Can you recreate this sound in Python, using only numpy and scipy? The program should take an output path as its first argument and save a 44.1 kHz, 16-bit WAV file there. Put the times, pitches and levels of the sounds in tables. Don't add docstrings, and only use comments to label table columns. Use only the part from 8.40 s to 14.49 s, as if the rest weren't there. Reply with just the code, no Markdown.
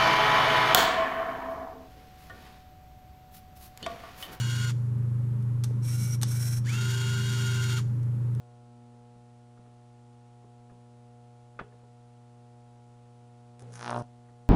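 import sys
import numpy as np
from scipy import signal
from scipy.fft import rfft, irfft
from scipy.io import wavfile
from scipy.ndimage import uniform_filter1d, map_coordinates

SR = 44100
rng = np.random.default_rng(int(sys.argv[2]) if len(sys.argv) > 2 else 0)


def generate_wav(signal):
    frames = np.transpose(np.atleast_2d(signal))
    scaled = np.clip(frames, -1, 1) * 32767
    pcm = np.round(scaled).astype(np.int16)
    wavfile.write(sys.argv[1], SR, pcm)


N = 268569
TIME = np.arange(N) / SR

MAINS_HZ = 59.985
STRIKE_S = 5.3772
CONTACT_S, ARC_ON_S, ARC_OFF_S = 5.195, 5.33, 5.623


def arc(strike_db=-22.7, collapse_db=-17, weak_db=-10, scatter_db=1.5, jitter_ms=0.1, rebound=0.9):
    # (frequency [Hz], gain [dB])
    radiation = [(30, -10), (65, -30), (115, 2.5), (190, 3), (320, 1.5), (480, -2.5), (700, 0.5),
                 (1000, -1.5), (1450, 1.5), (2100, -5), (3200, -3.5), (4200, -5), (6000, 3), (8000, 0)]
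    short_ms, long_ms = 0.13, 0.34
    max_lag_ms, lag_length = 2.31, 0.402
    snap_until_s, snap_fade_db_per_s = 5.478, 320
    overstretched_s, collapse_fade_db_per_s = 5.562, 310
    cooling_ms = 1000 / (8 * MAINS_HZ)
    halves = np.arange(np.ceil((ARC_ON_S - STRIKE_S) * 2 * MAINS_HZ), (ARC_OFF_S - STRIKE_S) * 2 * MAINS_HZ)
    out = np.zeros(N)
    for half, chance in zip(halves, rng.standard_normal((len(halves), 4))):
        start = STRIKE_S + half / (2 * MAINS_HZ)
        near = abs(TIME - start) < 1 / MAINS_HZ
        ms = (TIME[near] - start) * 1000
        length = arc_length(start)
        drawn = min(length / arc_length(overstretched_s), 1)
        width_ms = short_ms + (long_ms - short_ms) * length
        heating_ms = 0.72 * width_ms
        backflow = heating_ms / cooling_ms * bell(ms / cooling_ms - 2)
        strike = bell((ms - jitter_ms * chance[0]) / heating_ms) - backflow
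        out[near] += drawn ** 1.23 * undb(strike_db + scatter_db * chance[2]) * strike
        lag_ms = max_lag_ms * np.tanh((length / lag_length) ** 2)
        u = (ms - lag_ms - 2 * jitter_ms * chance[1]) / width_ms
        snap_db = 2.5 - snap_fade_db_per_s * past(start, snap_until_s)
        collapse = clap(u, rebound) + undb(snap_db) * clap(u / 0.32, rebound)
        level_db = collapse_db + weak_db * (half % 2) - collapse_fade_db_per_s * past(start, overstretched_s)
        out[near] += drawn ** 1.7 * undb(level_db + scatter_db * chance[3]) * collapse
    return colour(out + undb(-6) * resonance(out, hz=900, width_hz=450), radiation)


def arc_length(s):
    return np.clip((s - ARC_ON_S) / (ARC_OFF_S - ARC_ON_S), 0, 1)


def sizzle(delay_ms=4.1, width_ms=0.99, weak_db=-9, steady_db=-17, flicker_db=2.5, spit_ms=0.11):
    # (frequency [Hz], density [dB per Hz])
    spectrum = [(500, -7), (1400, 7.5), (2500, -5), (4200, -6), (6300, 5), (7900, -6), (10000, 4),
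                (12500, -5.5)]
    # (start [s], end [s], level [dB])
    burns = [(5.202, 5.225, -48), (5.336, 5.623, -41)]
    # (time [s], level [dB], t60 [s])
    sparks = [(5.195, -45, 0.0032), (5.3933, -37, 0.0035), (5.5047, -38, 0.014), (5.577, -47, 0.003)]
    rise_db_per_s, fall_db_per_s, lift_db = 550, 3000, -7
    half, part = np.divmod((TIME - STRIKE_S) * 2 * MAINS_HZ, 1)
    ms = part * 1000 / (2 * MAINS_HZ)
    gate = bell((ms - delay_ms) / width_ms) * undb(weak_db * (1.5 - half % 2)) + undb(steady_db)
    gate += 0.22 * np.exp(-ms / spit_ms)
    heat = sum(undb(db - rise_db_per_s * past(start, TIME) - fall_db_per_s * past(TIME, end))
               for start, end, db in burns)
    envelope = (TIME > CONTACT_S) * gate * heat * undb(lift_db * arc_length(TIME) + flicker_db * walk(150))
    for s, db, t60 in sparks:
        envelope += undb(db) * fade(TIME - s, t60)
    speed = 1 - 0.07 * arc_length(TIME)
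    return envelope * map_coordinates(noise(spectrum), [np.cumsum(speed)], order=3, mode="wrap")


def cracks(hz=3000, width_hz=1900, t60=0.016):
    # (time [s], level [dB])
    kinks = [(5.5447, -44), (5.5617, -40.5)]
    rasp = unit(resonance(resonance(rng.standard_normal(N), hz, width_hz), hz, width_hz))
    return rasp * sum(undb(db) * fade(TIME - s, t60) for s, db in kinks)


def heated_air(throb_db=-46, flutter_db=-60, tray_db=-56, growth_db=6.5, rise_s=0.038, lag_s=0.0025):
    flowing = np.minimum(past(TIME, CONTACT_S) / rise_s, 1) * fade(past(TIME, ARC_OFF_S), t60=0.018)
    stretch = arc_length(TIME) ** 3
    turn = 2 * np.pi * MAINS_HZ * (TIME - STRIKE_S - lag_s * (1 - stretch))
    throb = np.sqrt(2) * (np.cos(2 * turn) + undb(-17) * np.cos(3 * turn))
    tray = unit(resonance(rng.standard_normal(N), hz=480, width_hz=45))
    flutter = unit(resonance(rng.standard_normal(N), hz=220, width_hz=130))
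    air = undb(growth_db * stretch) * (undb(throb_db) * throb + undb(flutter_db) * flutter)
    return flowing * (air + undb(tray_db) * tray * fade(past(TIME, ARC_ON_S), t60=0.08))


def break_puff(db=-52, width_s=0.0056):
    return undb(db) * clap((TIME - ARC_OFF_S - width_s) / width_s, rebound=0.45)


def knocks(chatter_s=0.0082, thud_lag_s=0.018, settle_s=0.0048, onset_s=0.00059, thud_t60=0.076):
    # (time [s], clack level [dB], thud level [dB], bench level [dB])
    blows = [(0.525, -73, -61, -76), (0.74, -79, -64, -58), (1.172, -64.5, -58.5, -58),
             (1.255, -67, -61, -69), (2.025, -78, -54, -69), (2.296, -60.5, -57, -52.5),
             (3.14, -69, -62, -76), (3.1899, -35, -38, -49), (3.32, -63, -57.5, -64),
             (3.415, -75, -57.5, -74), (4.37, -73, -64, -78), (5.201, -64, -49, -70),
             (5.885, -63.5, -65, -78)]
    # (frequency [Hz], density [dB per Hz])
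    thud_spectrum = [(25, -3), (55, 0), (90, -0.5), (130, -4), (220, 6.5), (340, -2.5), (460, 1), (700, -3),
                     (1200, -13), (3000, -60)]
    clack_spectrum = [(150, -17), (500, 3), (900, 0.5), (1300, 7), (1800, -2.5), (2500, -13), (3400, -14),
                      (4500, -27), (7000, -38), (11000, -48)]
    # (frequency [Hz], level [dB], t60 [s])
    tray_modes = [(192, -23, 0.2), (382, -12.5, 0.18), (418, -9.5, 0.28), (467, -20, 0.69),
                  (497.5, -21.5, 0.69), (1090, -39, .2), (1076, -39, .2)]
    bench_modes = [(33, -2, 0.2), (52, -4, 0.15), (179, 0.5, 0.3)]
    dull, bright = noise(thud_spectrum), noise(clack_spectrum)
    out = np.zeros(N)
    for s, clack_db, thud_db, bench_db in blows:
        near = (TIME >= s) & (TIME < s + 0.5)
        age = TIME[near] - s
        landed = age - thud_lag_s
        clack = undb(clack_db) * bright[near] * fade(past(age, chatter_s), t60=0.055)
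        landing = (1 - bell(past(age, thud_lag_s) / onset_s)) * fade(past(landed, settle_s), thud_t60)
        weight = undb(-8) * fade(age, thud_t60) + landing
        thud = undb(thud_db) * (dull[near] * weight + undb(-2) * ringing(landed, tray_modes))
        soft_contact = 1 - bell(age / onset_s)
        out[near] += (thud + clack) * soft_contact + undb(bench_db) * ringing(landed, bench_modes)
    return out


def transformer(hum_db=-50.5, wander_db=0.42, waver_db=1.4, drift_rad=0.022, dispersion_rad=0.29):
    # (frequency [multiple of the mains], level [dB])
    strong = [(2, 0), (4, -7.5), (6, -17), (8, -13), (10, -19), (12, -11), (14, -15), (16, -25),
              (18, -26.5), (20, -33), (22, -28.5), (24, -31.5)]
    faint = [(3, -28), (26, -54), (30, -40)]
    turn = 2 * np.pi * MAINS_HZ * (TIME - STRIKE_S)
    out = -np.cos(2 * turn)
    for multiple, db in list(strong) + list(faint):
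        k = round(multiple)
        if k != 2:
            phase = dispersion_rad * k ** 2 + drift_rad * walk(4)
            out += undb(db + waver_db * walk(3.774)) * np.cos(k * turn + phase)
    return unit(out) * undb(hum_db + wander_db * walk(2.6))


def workshop(x, t60=0.19, tail_db=-14):
    # (frequency [Hz], density [dB per Hz])
    spectrum = [(50, 4), (200, 1), (900, -5.5), (3000, 4.5), (10000, -12.0)]
    age = TIME[:SR // 2]
    tail = noise(spectrum)[:len(age)] * fade(age, t60)
    return x + undb(tail_db) * signal.fftconvolve(x, tail / np.linalg.norm(tail))[:N]


def room_tone(db=-65.5):
    # (frequency [Hz], density [dB per Hz])
    spectrum = [(20, 3.5), (60, -1.5), (160, -6.5), (400, -10), (1000, -15), (2000, -18.5), (3000, -19.5),
                (5000, -23), (8000, -24), (10000, -25), (12000, -25.5)]
    return undb(db) * noise(spectrum)


def undb(db):
    return 10 ** (np.asarray(db) / 20)


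def unit(x):
    return x / np.sqrt(np.mean(x ** 2))


def colour(x, points):
    hz, db = np.transpose(points)
    bins = np.maximum(np.fft.rfftfreq(len(x), 1 / SR), 1)
    return irfft(rfft(x) * undb(np.interp(np.log(bins), np.log(hz), db)), len(x))


def noise(points):
    return unit(colour(rng.standard_normal(N), points))


def walk(rate_hz):
    hold = int(SR / rate_hz)
    steps = np.repeat(rng.standard_normal(N // hold + 1), hold)
    return 1.3 * uniform_filter1d(uniform_filter1d(steps, hold), hold)[:N]


def past(s, mark):
    return np.maximum(s - mark, 0)


def fade(age, t60):
    return (age >= 0) * np.exp(-np.log(1000) * np.maximum(age, 0) / t60)


def bell(x):
    return np.exp(-x ** 2 / 2)


def clap(u, rebound):
    return (rebound * u ** 2 - 1) * bell(u)


def resonance(x, hz, width_hz):
    return signal.lfilter(*signal.iirpeak(hz, hz / width_hz, fs=SR), x)


def ringing(age, modes):
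    return sum(undb(db) * fade(age, t60) * np.sin(2 * np.pi * hz * age) for hz, db, t60 in modes)


def scene():
    on_tray = workshop(arc() + sizzle() + knocks() + cracks()) + heated_air() + break_puff()
    return (on_tray + transformer() + room_tone())[None]


def record(dry, top_hz=12000):
    # (frequency [Hz], gain [dB])
    response = [(10, -11), (35, -3), (80, -2.5), (10000, -1), (10500, -7), (11000, -17), (12000, -19.5)]
    low_pass = signal.ellip(8, 0.2, 70, top_hz, fs=SR, output="sos")
    return signal.sosfilt(low_pass, colour(dry[0], response))[None]


dry = scene()
out = record(dry)
generate_wav(out)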